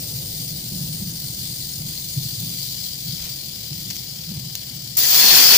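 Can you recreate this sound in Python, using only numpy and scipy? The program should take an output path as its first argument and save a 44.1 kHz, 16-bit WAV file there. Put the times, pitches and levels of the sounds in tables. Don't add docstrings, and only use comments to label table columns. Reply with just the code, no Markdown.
import sys
import numpy as np
from scipy import signal
from scipy.fft import rfft, irfft, next_fast_len
from scipy.io import wavfile
from scipy.ndimage import uniform_filter1d

SR = 44100
rng = np.random.default_rng(int(sys.argv[2]) if len(sys.argv) > 2 else 0)


def digitize_waveform(pressure):
    field = np.atleast_2d(pressure).T
    bounded = np.clip(field, -1, 1)
    quanta = np.round(bounded * 32767).astype(np.int16)
    wavfile.write(sys.argv[1], SR, quanta)


N = 245637
TIME = np.arange(N) / SR


def bearing(angle, rattle_db=0.63, flutter_db=1.0, low_db=-16.0, middle_db=-2.5, high_db=1.17):
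    # (time [s], level [dB])
    pinch = [(0, -35.5), (1.1, -36.5), (1.42, -35), (1.72, -36), (2.2, -34.5), (2.63, -32.5), (2.88, -34.5),
             (2.98, -35.5), (3.15, -33), (3.35, -35.5), (3.7, -37.5), (3.82, -36), (4.1, -37), (4.44, -38),
             (4.9, -37.5)]
    # (time [s], once a turn [dB], twice a turn [dB])
    wobble = [(0, .4, .6), (1.1, .4, .6), (1.4, 1.3, .8), (1.95, 1, .8), (2.25, .4, .4), (2.65, .7, 1.4),
              (3, .7, .7), (3.7, 1.2, .7), (4.5, 1.1, .7)]
    # (frequency [Hz], relative density [dB])
    bearing_colour = [(300, -20), (850, -12.5), (1300, -17), (1900, -10.5), (2300, -6.5), (2620, -6),
                      (2950, -1.5), (3600, 0.5), (5200, 4), (6700, 0.5), (7400, 0.5), (9500, -1.5),
                      (13000, -4.5), (16000, -3.5)]
    # (frequency [Hz], left-right likeness [-1 to 1])
    bearing_likeness = [(600, 0.33), (1200, -0.22), (2080, .4), (2420, -0.45), (2620, -0.65), (3000, -0.18),
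                        (3650, -0.52), (4000, -0.04), (4400, -0.057), (5300, 0.54), (6500, .1),
                        (7500, 0.26), (8350, -0.8), (9000, 0.2), (12700, 0), (15000, 0.1)]
    dulling_db_per_s, edge_treble_db = -0.51, -1
    lows_follow = 0.29

    level_db, = in_time(pinch)
    treble_db = dulling_db_per_s * TIME + edge_treble_db * on_edge()
    lows_db = (lows_follow - 1) * (level_db - level_db.mean())
    bands_db = [lows_db + low_db, middle_db, treble_db + high_db]
    hiss = blend(noise(bearing_colour, bearing_likeness), 2880, 7060, bands_db)
    hiss = mottle(hollows(hiss), depth_db=1.4)

    once_db, twice_db = in_time(wobble)
    load_db = once_db * np.sin(angle) + twice_db * np.sin(2 * angle)
    unsteady_db = rattle_db * drift(1300) + flutter_db * drift(46)
    return hiss * from_db(level_db + load_db + unsteady_db)


def rotor_angle():
    start_turns_per_s, slowing_turns_per_s2 = 51, 2.9
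    turns_per_s = start_turns_per_s - slowing_turns_per_s2 * TIME
    return 2 * np.pi * np.cumsum(turns_per_s) / SR


def on_edge():
    # (start [s], end [s])
    hand_turns_s = (2.17, 2.3)
    return np.interp(TIME, hand_turns_s, [0, 1])


def hollows(x):
    # (frequency [Hz], width [Hz], left [dB], right [dB], pose [0 cupped to 1 open])
    hollow_rows = [(8400, 700, 6, 1.5, .05), (8250, 550, 3.5, 1, .42), (8050, 450, 3, 1, .75),
                   (7750, 300, -3.5, -1, .05), (7050, 300, -4, 1, .05), (6630, 380, 4, 1, .15),
                   (6080, 280, -3.5, -1, .2), (3520, 300, 1, 4, 0), (3180, 170, 0, -6, .1),
                   (3900, 220, 0, -4, 0), (13000, 1400, -3.5, 0, .1), (6620, 350, 2, 3, .35),
                   (5450, 320, -4.5, -2, .45), (7600, 320, -3, -3.5, .7), (2320, 260, 3, 0, .8),
                   (6150, 500, -4, 0, .85), (3200, 900, 3, 1.5, .9), (6500, 4000, 2, -1.5, 1),
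                   (9800, 2200, -.5, -2.5, .9), (13000, 1500, -2, -1, .8)]
    hand_opens_s = (1.2, 3.4)
    pose_range = .33
    sink = .035
    tremor_share = .007

    hz, s, frames = signal.stft(x, SR, nperseg=1024)
    pose = np.interp(s, hand_opens_s, [0, 1])
    tremor = tremor_share * np.interp(s, TIME, drift(3))
    colour_db = 0
    for centre_hz, width_hz, left_db, right_db, best_pose in hollow_rows:
        away = pose - best_pose
        moved_hz = centre_hz * (1 + tremor - sink * away)
        detuned = (hz[:, None] - moved_hz) / (width_hz / 2)
        presence = np.exp(-detuned ** 2 - (away / pose_range) ** 2)
        colour_db = colour_db + np.multiply.outer([left_db, right_db], presence)
    return signal.istft(frames * from_db(colour_db), SR)[1][:, :N]


def jet(low_db=-10.0, middle_db=-1.5, high_db=-1.0, pan_db=0.5, roar_pan_db=2.0):
    # (time [s], level [dB])
    aim = [(4.98, -25), (5.03, -22.5), (5.075, -23), (5.11, -20.5), (5.15, -16.5), (5.205, -15),
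           (5.29, -12), (5.37, -10), (5.43, -13), (5.475, -13), (5.545, -9.5), (5.57, -14.5)]
    # (frequency [Hz], relative density [dB])
    jet_colour = [(40, -37), (200, -9.5), (880, -10.5), (1400, -11), (2200, -5), (2800, -2.5), (3300, 1.5),
                  (3750, -0.5), (4450, 1.8), (5150, 4), (5700, 3.5), (6400, 3.5), (7400, -0.5),
                  (8600, -4.5), (10500, -2.5), (13800, -1), (15000, 1.5), (16000, 2.5)]
    # (frequency [Hz], left-right likeness [-1 to 1])
    jet_likeness = [(1200, 0.13), (2150, 0.38), (3000, 0.12), (3750, -.4), (4500, .1), (4950, -0.049),
                    (5500, 0.43), (6400, -.15), (7500, .15), (8300, -0.39), (9000, 0), (12200, .35),
                    (14000, -0.37), (15400, -0.061)]
    valve_opens_s, valve_rise_s = 4.9672, .0035
    roar_follows, nozzle_follows = 1.13, 0.51
    spit_db, spit_pan_db, spit_s = 4.0, 4.0, .018
    build_db, build_s = -9, .008
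    eddy_db, eddies_per_s = 1.25, 170
    finger_echo_s, finger_sway_s, finger_gain = 0.0011, 0.00004, 0.2

    level_db, = in_time(aim)
    off_rim_db = level_db - level_db.max()
    open_s = np.maximum(TIME - valve_opens_s, 0)
    sides = np.array([[.5], [-.5]])
    building_db = build_db * np.exp(-open_s / build_s)
    spitting_db = (spit_db + spit_pan_db * sides) * np.exp(-open_s / spit_s)
    surge_db, flicker_db = .95 * drift(25), .8 * drift(35)
    roar_db = low_db + (roar_follows - 1) * off_rim_db + building_db + surge_db + roar_pan_db * sides
    treble_db = high_db + (nozzle_follows - 1) * off_rim_db + spitting_db + flicker_db

    bands_db = [roar_db, middle_db + building_db, treble_db]
    air = blend(noise(jet_colour, jet_likeness), 2730, 6350, bands_db)
    air = mottle(air, depth_db=1.8)
    valve = np.minimum(open_s / valve_rise_s, 1)
    air = valve * air * from_db(level_db + eddy_db * drift(eddies_per_s) + pan_db * sides)
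    delays_s = [finger_echo_s + finger_sway_s * drift(2.5) for side in air]
    return echo(air, delays_s, finger_gain)


def ticks():
    # (time [s], relative strength [dB], snap re that strength [dB])
    tick_rows = [(3.8954, -25, -7), (3.9024, -16, -5), (3.9058, -17, -10), (3.9076, -18.5, -10),
                 (3.9105, -21, -9), (3.9556, -21.5, -7), (3.9586, -19.5, -5), (3.9657, -16, -5),
                 (4.5532, -10, -.5)]
    # (frequency [Hz], relative density [dB])
    crack_colour = [(500, -12), (2000, 5.5), (4000, 7.5), (6000, 13), (7300, 12), (9000, -6), (16000, -14)]
    snap_colour = [(7000, -18), (9500, -9), (11500, 0), (13600, -1), (15000, -12), (16000, -12)]
    # (frequency [Hz], relative level [dB], t60 [s])
    spinner_modes = [(2250, -12, .014), (3350, -11, .012), (4600, -6, .016), (5650, -6, .014),
                     (6250, -3, .035), (6520, -3, .035), (7200, -5, .025), (11500, -6, .008),
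                     (12900, -5, .008)]
    crack_s, snap_s = .0016, .0011
    burst_db, ring_db, scatter_db = -8.5, -14.5, 1.5

    s, strength_db, snap_db = np.transpose(tick_rows)
    at = np.round(s * SR).astype(int)
    clicks, snaps = np.zeros((2, N))
    clicks[at] = from_db(strength_db)
    snaps[at] = from_db(strength_db + snap_db)
    out = 0
    for hits, fade_s, colour in ((clicks, crack_s, crack_colour), (snaps, snap_s, snap_colour)):
        fading = signal.lfilter([1], [1, -np.exp(-1 / (fade_s * SR))], hits + 1e-18)
        out = out + from_db(burst_db) * fading * noise(colour, likeness=0.097)
    for hz, mode_db, t60 in spinner_modes:
        scattered_db = ring_db + mode_db + scatter_db * rng.standard_normal((2, N))
        out += ring(clicks * from_db(scattered_db), hz, t60)
    return signal.sosfilt(signal.butter(2, 1900, "high", fs=SR, output="sos"), out)


def grazes(grain_db=2.5):
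    # (time of the middle [s], length [s], level [dB])
    graze_rows = [(3.24, .1, -43.5), (3.9105, .0018, -31.5), (3.914, .022, -46)]
    # (frequency [Hz], relative density [dB])
    graze_colour = [(100, 1), (400, 7), (850, 12), (1300, 2), (2400, 16), (6000, 6.5), (9000, -1),
                    (16000, -19)]
    touch = sum(from_db(db) * np.exp(-2 * ((TIME - s) / length) ** 2) for s, length, db in graze_rows)
    return touch * noise(graze_colour, likeness=0.21) * from_db(grain_db * drift(430))


def handling(shift_db=-3.5, pan_db=-1.16, knock_s=0.00947, port_lag_s=0.00031):
    # (onset [s], pitch [Hz], relative peak [dB])
    knock_rows = [(0.15, 130, -28), (0.752, 140, -22), (0.843, 151, -25), (1.015, 185, -22),
                  (1.075, 153, -25.5), (1.365, 173, -29), (2.171, 133, -14), (2.255, 135, -19.5),
                  (2.325, 140, -30), (2.378, 123, -24.5), (3.088, 122, -26.5), (3.127, 155, -25.5),
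                  (3.204, 58, -36), (3.235, 62, -38), (3.713, 138, -23.5), (4.288, 163, -20.5),
                  (4.308, 186, -24.5), (4.37, 119, -24), (4.464, 125, -35)]
    # (frequency [Hz], relative density [dB])
    rumble_colour = [(20, -15), (40, -18.5), (65, -4), (90, -7.5), (120, 3), (150, 2.5), (195, -6),
                     (245, -15.5), (330, -15.5), (450, -37), (900, -40), (3000, -83)]
    case_colour = [(20, -18), (75, -18.5), (115, -0.5), (165, 1), (205, -8), (245, -16), (330, -17),
                   (450, -42), (900, -36.5), (3000, -79)]
    grip_db, grip_settles_db_per_s = -35, -1.5

    rest = from_db(grip_db + grip_settles_db_per_s * TIME) * noise(rumble_colour, likeness=0.99)
    judder = noise(case_colour, likeness=1.0)
    judder = rms_one(judder / np.abs(signal.hilbert(judder)) ** .4)
    out = rest + from_db(shift_db) * shifts() * judder
    for s, hz, peak_db in knock_rows:
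        age = TIME - s - knock_s
        swell = 1 / np.cosh(np.clip(1.7 * age / knock_s, -20, 20))
        out = out + from_db(peak_db) * np.cos(2 * np.pi * hz * age) * swell
    left = from_db(pan_db) * np.interp(TIME - port_lag_s, TIME, out[0])
    return np.array([left, out[1]])


def shifts():
    # (time [s], length [s], relative level [dB])
    shift_rows = [(0.08, 0.046, -48), (0.36, 0.43, -35), (0.701, 0.24, -27.5), (0.986, 0.14, -30),
                  (1.23, 0.31, -37.5), (1.774, 0.084, -29), (2.138, 0.094, -31.5), (2.387, 0.09, -28.5),
                  (3.045, 0.035, -31), (3.695, 0.29, -33), (4.263, 0.19, -30.5), (4.662, 0.28, -36)]
    attack_s, sag_db_per_s, release_s = 0.022, -12, 0.11
    power = 0
    for s, length, db in shift_rows:
        age = np.maximum(TIME - s, 0)
        rise = np.minimum(age / attack_s, 1)
        release = np.exp(-np.maximum(age - length, 0) / release_s)
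        power = power + (rise * release * from_db(db + sag_db_per_s * age)) ** 2
    return np.sqrt(power)


def background():
    # (frequency [Hz], relative density [dB])
    background_colour = [(30, -21), (150, -5), (350, -0.5), (500, 0.5), (850, -8), (1300, -53), (4000, -11)]
    steady_db, settling_db, settling_s = -50.5, 7.5, 0.99
    level_db = steady_db + settling_db * np.exp(-TIME / settling_s)
    return from_db(level_db) * noise(background_colour, likeness=0.73)


def reflections(near):
    turned = on_edge()
    sway_s = .00002 * drift(1)
    near = echo(near, [.0019 - 0.00038 * turned, 0.0018 + 0.00031 * turned], gain=0.041)
    near = echo(near, [.0052 + sway_s, 0.0071 + sway_s], gain=0.16)
    return echo(near, [.0082 - sway_s, .0089 - sway_s], gain=0.17)


def from_db(db):
    return 10 ** (np.asarray(db) / 20)


def rms_one(x):
    return x / np.sqrt(np.mean(x ** 2) + 1e-20)


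def in_time(rows):
    s, *columns = np.transpose(rows)
    return [np.interp(TIME, s, c) for c in columns]


def drift(rate):
    size = next_fast_len(N)
    hz = np.arange(size // 2 + 1) * SR / size
    spectrum = rfft(rng.standard_normal(size)) / (1 + (hz / rate) ** 2)
    return rms_one(irfft(spectrum, size)[:N])


def noise(colour, likeness):
    size = next_fast_len(N)
    hz = np.maximum(np.arange(size // 2 + 1) * SR / size, 1)
    points_hz, points_db = np.transpose(colour)
    gain = from_db(np.interp(np.log(hz), np.log(points_hz), points_db))
    mid, side = rfft(rng.standard_normal((2, size))) * gain
    alike = np.interp(hz, *np.transpose(likeness)) if np.ndim(likeness) else likeness
    alike = np.clip(alike, -1, 1)
    spectra = np.sqrt(1 + alike) * mid + np.sqrt(1 - alike) * side * [[1], [-1]]
    return rms_one(irfft(spectra, size)[:, :N])


def blend(x, low_hz, high_hz, levels_db):
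    low = signal.sosfiltfilt(signal.butter(4, low_hz, "low", fs=SR, output="sos"), x)
    high = signal.sosfiltfilt(signal.butter(4, high_hz, "high", fs=SR, output="sos"), x)
    bands = (low, x - low - high, high)
    return sum(from_db(db) * rms_one(band) for db, band in zip(levels_db, bands))


def mottle(x, depth_db):
    frames = signal.stft(x, SR, nperseg=512)[2]
    patches = rng.standard_normal(frames.shape)
    for axis in (1, 1, 2, 2):
        patches = uniform_filter1d(patches, size=3 if axis == 1 else 9, axis=axis)
    return signal.istft(frames * from_db(depth_db * rms_one(patches)), SR)[1][:, :N]


def ring(clicks, hz, t60):
    r, w = np.exp(-np.log(1000) / (t60 * SR)), 2 * np.pi * hz / SR
    return signal.lfilter([0, np.sin(w)], [1, -2 * r * np.cos(w), r * r], clicks + 1e-18)


def echo(x, delay_s, gain):
    delayed = [np.interp(TIME - d, TIME, side, left=0) for side, d in zip(x, delay_s)]
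    return x + gain * np.array(delayed)


def resonate(x, peaks):
    for hz, width_hz, gain_db in peaks:
        height = from_db(gain_db / 2)
        damp = np.tan(np.pi * width_hz / SR)
        cosine = np.cos(2 * np.pi * hz / SR)
        top = [1 + damp * height, -2 * cosine, 1 - damp * height]
        bottom = [1 + damp / height, -2 * cosine, 1 - damp / height]
        x = signal.lfilter(top, bottom, x)
    return x


def scene():
    near = bearing(rotor_angle()) + jet() + ticks() + grazes()
    return reflections(near) + handling() + background()


def record(dry, ceiling=0.78):
    # (frequency [Hz], width [Hz], gain [dB])
    left_port = [(1450, 380, 3.5), (2650, 150, -1), (3440, 120, 1), (4454, 1280, 7), (4850, 420, 2.5),
                 (6940, 1200, 0), (8800, 320, 0), (13000, 1600, -1.5), (15190, 1770, 12.5)]
    right_port = [(1410, 440, -4.5), (2800, 250, 1), (4300, 3200, -4.5), (8200, 300, -6.5), (9100, 300, -7),
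                  (15320, 3500, 11.5)]
    cutoff_hz = 15480
    left = from_db(0.78) * resonate(dry[0], left_port)
    right = from_db(-0.27) * resonate(dry[1], right_port)
    rounded = ceiling * np.tanh(np.array([left, right]) / ceiling)
    return signal.sosfilt(signal.ellip(12, .2, 80, cutoff_hz, fs=SR, output="sos"), rounded)


dry = scene()
out = record(dry)
digitize_waveform(out)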